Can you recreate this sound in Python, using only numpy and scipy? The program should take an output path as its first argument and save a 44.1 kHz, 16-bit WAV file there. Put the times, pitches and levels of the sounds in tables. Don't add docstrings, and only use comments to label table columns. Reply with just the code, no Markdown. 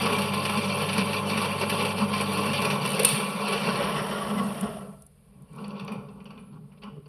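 import sys
import numpy as np
from scipy import signal
from scipy.fft import rfft, irfft, next_fast_len
from scipy.io import wavfile
from scipy.ndimage import uniform_filter1d

SR = 44100
rng = np.random.default_rng(int(sys.argv[2]) if len(sys.argv) > 2 else 0)


def unload_wav(signal):
    wavfile.write(
        sys.argv[1],
        SR,
        np.round(np.clip(np.atleast_2d(signal).T, -1, 1) * 32767).astype(np.int16),
    )


N = 312228
TIME = np.arange(N) / SR

# frequency in Hz, level in dB.
AIR_SPECTRUM = [(15, -38), (25, -19), (42, -1.5), (55, 2), (76, 0.5), (200, -15), (270, -42), (416, -10),
                (840, -25.5), (5140, -36.5), (6210, -57.5), (9840, -38.5), (14400, -41), (16000, -55.5)]
TOOL_SPECTRUM = [(40, -23), (300, -14), (2000, -19.5), (2700, -5.5), (4500, -16), (7300, -26.5),
                 (8300, -10.5), (9100, 3.5), (10000, -4.5), (12000, -10.5), (15500, -33.5)]
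POP_SPECTRUM = [(500, -31), (2500, -39), (4500, -10), (7000, -8), (9500, 11), (12500, -1), (15500, -28)]
CLAY_SPECTRUM = [(20, -12), (45, -7), (70, -3), (310, 5.5), (660, -7), (850, -6), (1350, 1), (1550, 1),
                 (1950, 4.5), (2300, -6), (3000, 5), (4000, -10), (4700, -11), (5700, -6.5), (6200, -41),
                 (16000, -35)]
SIZZLE_SPECTRUM = [(3820, -43), (6500, -18), (6830, -22), (7330, -19.5), (7760, -17.5), (8210, -7),
                   (9330, 0.5), (10500, -1), (13100, -13), (16000, -55)]

# frequency in Hz, bandwidth in Hz, level in dB.
MOTOR_SHELL_MODES = [(420.8, 7, -5.5), (497, 8.4, -7.5), (569, 9, 5.5), (675, 4, -4.5), (865, 7.2, 5),
                     (955, 25, -8.5), (2636, 13, -9), (3200, 12, -6.5)]
HOLLOW_MODES = [(439, 35, -1), (484, 35, 1.5), (550, 30, 0.38)]
DRAG_MODES = [(408, 14, 1), (628, 55, -1), (704, 91, -5), (1112, 34, -8.5), (1353, 33, -6)]
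JUDDER_MODES = [(78, 35, 0)]
CREEP_MODES = [(414, 17, 2), (453, 34, -8)]
HOUSING_MODES = [(1870, 240, -16), (2405, 120, 4), (2720, 330, 2.5), (2940, 130, -1), (3433, 220, -6.5),
                 (4530, 130, -5.5), (5600, 300, -18)]
SHAFT_MODES = [(119.6, 12, -3.5), (148.2, 8.3, 13), (433, 12, -25)]
STAND_MODES = [(200.6, 17, 7.5), (210.5, 48, -3), (233, 46, -38)]
PLATE_MODES = [(399, 64, -3), (417.6, 22.2, 4), (455.4, 33.3, -2.5), (504.7, 11.7, -0.5), (564.5, 20, -1),
               (644, 30, -6.5), (674, 78, -9), (843.3, 32, -4), (893, 19, -5.5), (956, 38, -4),
               (1039, 14.2, 1.5), (1101, 26, 0.5), (1138, 45, -1.5), (1322, 48, -6), (1450, 120, -12)]
FITTING_MODES = [(1670, 400, -9), (2356, 88, 3), (2677, 125, 2.5), (2978, 130, -2.5), (3172, 35.5, -0.5),
                 (3493, 250, -5.5), (4330, 410, -7), (4580, 124, -4.5), (4792, 56, -6.5), (5750, 400, -13)]

# multiple of HUM_HZ, level in dB.
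HUM_PARTIALS = [(1, 3.5), (2, 3), (3, -6.5), (10.48, -1)]
# start in seconds, level in dB.
TOOL_BUMPS = [(2.945, -30), (2.99, -24), (3.02, -27.5)]
TOOL_TAPS = [(2.9974, -15.5), (3.032, -17), (3.048, -2.5), (3.0518, -10.5), (3.088, -15)]
CLAY_POPS = [(4.61, -27.5), (5.021, -40.5), (5.065, -46.5), (5.421, -54), (5.5323, -51), (5.561, -49),
             (5.68, -44), (5.848, -47), (6.244, -54)]
# centre in seconds, length in seconds, pitch in Hz, level in dB.
CLAY_FIZZES = [(6.405, .03, 9980, -62), (6.48, .13, 10450, -68)]
PALM_SQUEAKS = [(3.99, .09, 1350, -41), (4.16, 0.071, 1410, -40), (4.222, 0.031, 1135, -31),
                (4.385, .04, 2030, -39.5), (4.41, 0.065, 1112, -33.5)]
# time in seconds, level in dB.
PALM_RIDE = [(3.45, -52.5), (3.85, -43.5), (4.3, -49.5), (4.45, -52.5), (4.7, -54), (4.95, -80),
             (5.15, -99)]
CREEP_RIDE = [(5.5, -70), (5.63, -49), (5.95, -48.5), (6.1, -49.5), (6.25, -52), (6.68, -71), (6.95, -46),
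              (7.08, -51.5)]

# time in seconds, share of full speed.
WHEEL_SPEED = [(2.7, 0.75), (3.6, 1), (4.6, 0.67), (5.1, 0.029), (5.45, .02), (5.7, 0.17), (7.08, 0.081)]
# cycles per turn, first peak in turns, then relative swings of thrum, rumble and grit in dB.
WOBBLE_CYCLES = [(.5, .16, .8, .9, 1.1), (1, .27, .1, 1.3, 1.9), (2, .27, 1.7, .6, .5),
                 (3.73, .05, 1.8, .3, .3)]
# time in seconds, then shaft rocking, stand thrum and plate rumble in dB.
LOAD_RIDE = [(0, -34, -25.5, -24.5), (.3, -34, -33.5, -29.5), (2.55, -35.5, -31, -29),
             (2.75, -29, -30, -27), (3.45, -42, -31, -30), (3.72, -33.5, -30.5, -26),
             (4.2, -41.5, -33.5, -30.5), (4.42, -37.5, -32, -31.5), (4.92, -46, -40.5, -49.5),
             (5.1, -57.5, -65.5, -76), (5.42, -59, -48.5, -59), (5.49, -60, -57, -60),
             (5.54, -45, -48, -51), (5.62, -42.5, -33.5, -40.5), (5.73, -43, -34.5, -40.5),
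             (5.86, -50, -37.5, -44), (5.94, -47, -37, -37.5), (6.05, -42.5, -44, -48.5),
             (6.35, -52.5, -42, -55), (6.8, -50.5, -52, -62.5), (6.88, -63, -42, -52),
             (7.08, -43, -67, -65)]
# time in seconds, rattle in dB, sizzle in dB.
GRIT_RIDE = [(0, -29, -43), (.35, -32.5, -44), (2.8, -32.5, -44), (3.12, -28.5, -46.5), (3.4, -36, -47.5),
             (3.67, -29, -44.5), (4.1, -45, -47), (4.59, -49, -48), (4.91, -66.5, -61.5),
             (5.13, -78.5, -71), (5.46, -72.5, -72.5), (5.62, -55, -65.5), (5.76, -57, -72),
             (5.86, -57, -70), (5.95, -62, -72), (6.04, -71, -72), (7.08, -83, -76.5)]
# centre in seconds, length in seconds, dip in dB.
GRIT_LULLS = [(0.32, .06, -3.5), (0.403, .06, -0.5), (1.234, 0.093, -4.5), (1.556, 0.051, -3),
              (1.66, 0.073, -3.5), (1.95, 0.057, -6.5), (2.074, 0.13, -4), (2.79, 0.071, -4.5)]
# centre in seconds, length in seconds, level in dB.
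STAND_BOOMS = [(.05, 0.1, -46), (.59, 0.048, -24), (.7, 0.046, -25.5), (1.01, 0.14, -24.5),
               (1.35, 0.14, -27), (1.69, 0.26, -29), (1.84, 0.057, -25), (2.03, 0.093, -22),
               (2.5, 0.062, -26.5), (3.69, 0.079, -26.5), (4.4, 0.3, -25.5), (4.64, 0.064, -26),
               (5.945, 0.1, -31.5), (6.875, 0.085, -38)]
LOAD_LURCHES = [(.84, 0.063, -31), (2.52, 0.14, -32.5), (2.8, 0.064, -31), (3.14, 0.038, -26.5),
                (3.99, 0.14, -31), (4.42, 0.083, -34), (5.41, 0.12, -44), (5.55, 0.11, -39),
                (5.84, 0.12, -38.5), (5.99, 0.081, -35.5), (6.33, 0.094, -43), (6.59, 0.25, -41),
                (6.97, 0.15, -39.5)]
# centre in seconds, length in seconds, then low plates, upper plates and rattle in dB.
SHAFT_RUBS = [(0.067, 0.031, -32, -23.5, -25), (0.993, 0.095, -47, -24, -25), (1.343, 0.1, -32, -34, -30.5),
              (1.636, 0.048, -21, -26.5, -29), (1.736, 0.047, -22.5, -26.5, -31),
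              (1.812, 0.075, -32, -35, -25.5), (2.028, 0.065, -43, -21.5, -32.5),
              (2.561, 0.071, -37, -36, -24.5), (2.663, 0.1, -27.5, -25, -46), (2.75, 0.12, -30, -27, -44),
              (3.104, 0.21, -56, -43, -33), (3.542, 0.071, -24, -33, -28), (3.694, 0.051, -23, -23, -40),
              (3.815, 0.07, -23.5, -25.5, -46), (4.656, 0.12, -32.5, -34, -61), (4.842, 0.1, -42, -46, -65),
              (5.592, 0.1, -49, -43, -55), (5.775, 0.069, -59, -41, -46), (5.945, 0.06, -50, -48, -51),
              (6.185, 0.04, -45, -53, -64), (6.538, 0.031, -57, -53.5, -59), (6.572, 0.059, -66, -52, -66),
              (6.783, 0.027, -62.5, -64, -61), (6.827, 0.023, -61, -59, -47),
              (6.864, 0.096, -52.5, -42, -61), (6.976, 0.043, -50, -56, -70)]
# start in seconds, level in dB, then offsets from it for plate weight and grit sizzle in dB.
BEARING_KNOCKS = [(0.014, -22, -7, 2), (0.055, -25, 10, 4), (0.126, -23, -1, 1.5), (0.185, -24, -1.5, 5.5),
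                  (0.216, -24, -3, 4.5), (0.335, -22.5, 6, 3), (0.4504, -17, 0, -4), (0.494, -23, 9, 1),
                  (0.535, -31, 12, 3.5), (0.572, -23, -1.5, -1), (0.645, -27.5, 0, 2),
                  (0.771, -29.5, 3, 0.5), (0.817, -25, 10, 1), (0.887, -20, -3, -8.5),
                  (0.929, -20.5, -9, 1), (0.977, -18, 5.5, -1.5), (1.1287, -22.5, -5, -4.5),
                  (1.165, -31.5, -8, -5), (1.2954, -23, -2, -7.5), (1.3723, -19, 3.5, -2.5),
                  (1.415, -25.5, 12, 5.5), (1.445, -23.5, 6, -5), (1.612, -19.5, 6.5, -1.5),
                  (1.695, -18, 2, 2.5), (1.821, -27, 8, 6.5), (1.849, -21, 6, -1.5), (1.98, -25, 0, -3),
                  (2.133, -22.5, 2.5, -7), (2.176, -25.5, 4.5, -1.5), (2.2075, -23, 4.5, 5.5),
                  (2.327, -29, -3.5, 8.5), (2.371, -24.5, 3, 2.5), (2.458, -27.5, -3, 5),
                  (2.531, -21.5, 0, -1), (2.616, -21.5, -0.5, 1), (2.6468, -19, 4, 1), (2.7006, -19, 4, -2),
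                  (2.85, -21.5, 5.5, -2.5), (2.9918, -18, 2, 4), (3.195, -32.5, 18, 4), (3.48, -27, 3, 6.5),
                  (3.523, -21, 5.5, 0.5), (5.5822, -46, 14, -3), (5.642, -36.5, 2, -7.5),
                  (5.705, -42, -2, -6), (5.7952, -33, 7, -4), (5.8778, -31.5, 7.5, -8.5),
                  (5.9177, -35.5, 5, 8.5), (6.085, -48, 8, -6), (6.2023, -48, 4, -1),
                  (6.2555, -40, 1, -5.5), (6.304, -41.5, 8.5, -4), (6.3768, -43, 5.5, -1.5),
                  (6.7175, -54, 8, 0), (6.833, -36.5, 3, -4), (7.058, -50.5, 7, -4)]
SPURT_EDGES_HZ = [9000, 9800, 10700, 11700, 12800]

ROOM_DULL_T60_S, ROOM_BRIGHT_T60_S = 0.5, 0.63
HUM_HZ, MOTOR_OFF_S = 100, 2.83
SKITTER_FROM_S, SKITTER_GAP_S, SKITTER_DB, SKITTER_RISE_DB = 2.848, 0.014, -28, 0.4
SCRAPE_S, SCRAPE_LENGTH_S, SCRAPE_DB = 4.39, 0.048, -46.5
GROAN_DB, GROAN_RISE_DB, GROAN_MAX_DB = -6.5, 34, 16.5
TURNS_PER_S = 2.36
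THRUM_WOBBLE, RUMBLE_WOBBLE, GRIT_WOBBLE = 0.54, 0.91, 0.16
SPURT_DB, SPURTS_PER_S = 2.2, 30
CLIP_CEILING, CUTOFF_HZ = 0.55, 15500


def from_db(db):
    return np.exp(np.asarray(db) * (np.log(10) / 20))


def unit_rms(x):
    return x / np.sqrt(np.mean(x ** 2) + 1e-20)


def faders(ride):
    times, *columns = np.transpose(ride)
    return [from_db(np.interp(TIME, times, db)) for db in columns]


def gate(start_s, end_s, fade_s):
    return np.clip((TIME - start_s) / fade_s, 0, 1) * np.clip((end_s - TIME) / fade_s, 0, 1)


def hump(centre_s, length_s):
    out = np.zeros(N)
    inside = np.abs(TIME - centre_s) < length_s / 2
    out[inside] = np.cos(np.pi * (TIME[inside] - centre_s) / length_s)
    return out


def swells(rows):
    return sum(from_db(db) * hump(centre_s, length_s) for centre_s, length_s, db in rows)


def bursts(times, levels_db, rise_s, fall_s):
    triggers = np.zeros(N)
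    np.add.at(triggers, np.clip(np.round(times * SR).astype(int), 0, N - 1), from_db(levels_db))
    t = TIME[:SR // 4]
    shape = (1 - np.exp(-t / rise_s)) * np.exp(-t / fall_s)
    return signal.oaconvolve(triggers, shape / shape.max())[:N]


def drift(rate_hz):
    step = 32
    size = next_fast_len(N // step + 2)
    hz = np.fft.rfftfreq(size, step / SR)
    slow = irfft(rfft(rng.standard_normal(size)) / (1 + (hz / rate_hz) ** 2), size)
    return np.interp(np.arange(N) / step, np.arange(size), unit_rms(slow))


def grains(per_s, spread_db):
    hits = np.flatnonzero(rng.random(N) < per_s / SR)
    chance = rng.uniform(-1, 1, N)[hits]
    size = np.minimum(-np.log(np.abs(chance) + 1e-12), 4)
    out = np.zeros(N)
    out[hits] = np.sign(chance) * from_db(spread_db * size)
    return unit_rms(out)


def colour(x, spectrum):
    size = 8192
    hz, db = np.transpose(spectrum)
    log_hz = np.log(np.fft.rfftfreq(size, 1 / SR) + 1)
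    log_gain = np.log(from_db(np.interp(log_hz, np.log(hz), db)))
    cepstrum = irfft(log_gain)[:size // 2]
    cepstrum[1:] *= 2
    response = irfft(np.exp(rfft(cepstrum, size)))[:size // 2]
    return signal.oaconvolve(x, response / np.linalg.norm(response))[:N]


def resonate(force, modes, band_hz, shift_db=0):
    t = TIME[:SR // 3]
    rings = [(-1) ** k * from_db(db) * width * np.exp(-np.pi * width * t) * np.cos(2 * np.pi * hz * t)
             for k, (hz, width, db) in enumerate(modes)]
    rings = signal.sosfilt(signal.butter(5, band_hz, btype="band", fs=SR, output="sos"), rings)
    rings = rings / np.linalg.norm(rings.sum(axis=0))
    if not shift_db:
        return signal.oaconvolve(force, rings.sum(axis=0))[:N]
    return sum(signal.oaconvolve(force * from_db(shift_db * drift(22)), ring)[:N] for ring in rings)


def levelled(x, window_s):
    mean_square = uniform_filter1d(x * x, max(int(window_s * SR), 2))
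    return x / np.sqrt(np.abs(mean_square) + 1e-12)


def lowpass(x, order, corner_hz):
    return signal.sosfilt(signal.butter(order, corner_hz, fs=SR, output="sos"), x)


def room_tone():
    return from_db(-61) * colour(rng.standard_normal(N), AIR_SPECTRUM)


def workshop_reverb(x):
    t = TIME[:SR]
    echoes = rng.standard_normal(len(t)) * np.clip(t / 0.0074, 0, 1)
    dull = lowpass(echoes, order=2, corner_hz=4500) * from_db(-60 * t / ROOM_DULL_T60_S)
    tail = dull + echoes * from_db(-60 * t / ROOM_BRIGHT_T60_S)
    return signal.oaconvolve(x, tail / np.linalg.norm(tail))[:N]


def motor():
    rotor = grains(per_s=4000, spread_db=5.0)
    out = from_db(4.0) * resonate(rotor, MOTOR_SHELL_MODES, band_hz=(353, 3900))
    for multiple, db in HUM_PARTIALS:
        waver = min(multiple - 1, 1)
        phase = 2 * np.pi * (multiple * HUM_HZ * TIME + rng.random()) + 0.39 * waver * drift(2.1)
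        out += np.sqrt(2) * np.sin(phase) * from_db(db - 1.5 + 4.9 * waver * drift(5.6))
    return from_db(-43.5) * out * gate(-1, MOTOR_OFF_S, fade_s=0.25)


def tool_bumps():
    hollow = resonate(rng.standard_normal(N), HOLLOW_MODES, band_hz=(150, 895))
    return levelled(hollow, window_s=0.013) * bursts(*np.transpose(TOOL_BUMPS), rise_s=0.005, fall_s=0.018)


def tool_snap():
    hops = [(SKITTER_FROM_S + SKITTER_GAP_S * (k + rng.uniform(-.1, .1)),
             SKITTER_DB + SKITTER_RISE_DB * k + rng.normal(0, 1.5)) for k in range(8)]
    times, db = np.vstack([hops, TOOL_TAPS]).T
    chatter = grains(per_s=47000, spread_db=-1.5) * bursts(times, db, rise_s=0.0004, fall_s=0.0031)
    return from_db(-4.5) * colour(chatter, TOOL_SPECTRUM)


def chirps(rows, waver_hz, wavers_per_s):
    waver = waver_hz * np.cumsum(drift(wavers_per_s)) / SR
    return sum(from_db(db) * hump(centre_s, length_s) * np.sqrt(2) * np.sin(2 * np.pi * (hz * TIME + waver))
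               for centre_s, length_s, hz, db in rows)


def clay_fizz():
    return chirps(CLAY_FIZZES, waver_hz=420, wavers_per_s=600)


def clay_pops():
    pops = rng.standard_normal(N) * bursts(*np.transpose(CLAY_POPS), rise_s=0.00022, fall_s=0.003)
    return from_db(-3.5) * colour(pops, POP_SPECTRUM)


def palm(speed):
    pressure, = faders(PALM_RIDE)
    pressure = np.hypot(pressure, from_db(SCRAPE_DB) * hump(SCRAPE_S, SCRAPE_LENGTH_S))
    slips = grains(per_s=7400, spread_db=-0.5) * from_db(2.0 * drift(40))
    rub = colour(slips, CLAY_SPECTRUM)
    judder = from_db(-13.0) * resonate(slips, JUDDER_MODES, band_hz=(45, 124))
    groan_db = np.minimum(GROAN_DB + GROAN_RISE_DB * (1 - speed), GROAN_MAX_DB)
    groan = from_db(groan_db) * (resonate(slips, DRAG_MODES, band_hz=(390, 1560)) + judder)
    drag = from_db(6.5) * pressure * gate(3.43, 5.12, fade_s=0.061) * (rub + groan)
    return drag + chirps(PALM_SQUEAKS, waver_hz=14, wavers_per_s=70)


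def bearing_creep():
    level, = faders(CREEP_RIDE)
    groan = resonate(grains(per_s=900, spread_db=0.0), CREEP_MODES, band_hz=(345, 494))
    return from_db(-3.5) * level * gate(5.5, 8, fade_s=0.086) * groan


def shaft_rubs():
    centres, lengths, *levels_db = np.transpose(SHAFT_RUBS)
    friction = from_db(-7.0) * grains(per_s=3200, spread_db=3.0)
    low = resonate(friction, PLATE_MODES, band_hz=(366, 722))
    upper = resonate(friction, PLATE_MODES, band_hz=(765, 1583))
    rattle = resonate(friction, FITTING_MODES, band_hz=(1870, 5340), shift_db=2.0)
    return sum(swells(zip(centres, lengths, db)) * layer
               for db, layer in zip(levels_db, (low, upper, rattle)))


def crunch_share(speed):
    return np.clip(0.28 + 0.79 * speed, 0, 1)


def spurting(sizzle):
    spectrum = rfft(sizzle)
    band = np.searchsorted(SPURT_EDGES_HZ, np.fft.rfftfreq(N, 1 / SR))
    return sum(irfft(spectrum * (band == k), N) * unit_rms(from_db(SPURT_DB * drift(SPURTS_PER_S)))
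               for k in range(len(SPURT_EDGES_HZ) + 1))


def bearing_knocks(speed):
    times, db, weight_db, sizzle_db = np.transpose(BEARING_KNOCKS)
    share = crunch_share(speed)
    contacts = grains(per_s=3500, spread_db=1.0)
    fittings = resonate(contacts, FITTING_MODES, band_hz=(1480, 6460))
    housing = resonate(contacts, HOUSING_MODES, band_hz=(1826, 5600), shift_db=8.0)
    plates = resonate(contacts, PLATE_MODES, band_hz=(375, 1760))
    crunch = levelled(fittings, window_s=0.02) * bursts(times, db, rise_s=0.0024, fall_s=0.014)
    scuff = levelled(housing, window_s=0.0091) * bursts(times, db, rise_s=0.0009, fall_s=0.0074)
    weight = levelled(plates, window_s=0.016) * bursts(times, db + weight_db, rise_s=0.001, fall_s=0.021)
    crushed_grit = share * contacts * bursts(times, db + sizzle_db, rise_s=0.002, fall_s=0.012)
    sizzle = spurting(colour(crushed_grit, SIZZLE_SPECTRUM))
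    return (from_db(-8.5) * share * crunch + from_db(-4.5) * (1 - share) * scuff
            + from_db(-15.0) * weight + from_db(-16.5) * sizzle)


def wobble(speed):
    turns = TURNS_PER_S * np.cumsum(speed) / SR
    return speed * sum(np.outer(swings_db, np.cos(2 * np.pi * per_turn * (turns - peak)))
                       for per_turn, peak, *swings_db in WOBBLE_CYCLES)


def bearing_roll(speed):
    rocking, thrum, rumble = faders(LOAD_RIDE)
    rattle, sizzle = faders(GRIT_RIDE)
    thrum_db, rumble_db, grit_db = wobble(speed)
    rocking = np.hypot(from_db(-4.0) * rocking, from_db(-3.5) * swells(LOAD_LURCHES))
    thrum = np.hypot(thrum * from_db(-3.5 + THRUM_WOBBLE * thrum_db), from_db(-2.0) * swells(STAND_BOOMS))
    rumble = rumble * from_db(-4.0 + RUMBLE_WOBBLE * rumble_db)
    surge_db = drift(25) * np.interp(TIME, [3.6, 4.0, 5.3, 5.6], [1.0, 0.31, 0.35, 1.0])
    force = grains(per_s=7000, spread_db=2.5)
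    surging = force * from_db(surge_db)

    shaft = rocking * levelled(resonate(force, SHAFT_MODES, band_hz=(115, 486)), window_s=0.083)
    stand = thrum * levelled(resonate(force, STAND_MODES, band_hz=(161, 280.7)), window_s=0.095)
    bright = resonate(surging, PLATE_MODES, band_hz=(316, 1540))
    dull = unit_rms(lowpass(bright, order=1, corner_hz=905))
    share = crunch_share(speed)
    plates = rumble * (share * bright + (1 - share) * dull)

    fittings = resonate(surging, FITTING_MODES, band_hz=(1358, 5650), shift_db=2.5)
    fine_grit = colour(grains(per_s=18950, spread_db=2.5) * from_db(0.49 * surge_db), SIZZLE_SPECTRUM)
    grit = from_db(-4.0) * rattle * fittings + spurting(sizzle * fine_grit)
    lull_db = sum(dip_db * hump(centre_s, length_s) for centre_s, length_s, dip_db in GRIT_LULLS)
    return shaft + stand + plates + grit * from_db(GRIT_WOBBLE * grit_db + lull_db)


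def scene():
    speed = np.interp(TIME, *np.transpose(WHEEL_SPEED))
    knocks, snap = bearing_knocks(speed), tool_snap()
    clay = palm(speed) + clay_pops() + clay_fizz()
    room = room_tone() + workshop_reverb(from_db(-7.0) * knocks + from_db(-4.5) * snap)
    wheel = bearing_roll(speed) + bearing_creep() + motor() + knocks
    tool = tool_bumps() + snap
    return (room + tool + clay + wheel + shaft_rubs())[None]


def record(dry):
    rounded = CLIP_CEILING * np.tanh(dry / CLIP_CEILING)
    return signal.sosfilt(signal.ellip(10, .1, 90, CUTOFF_HZ, fs=SR, output="sos"), rounded)


dry = scene()
out = record(dry)
unload_wav(out)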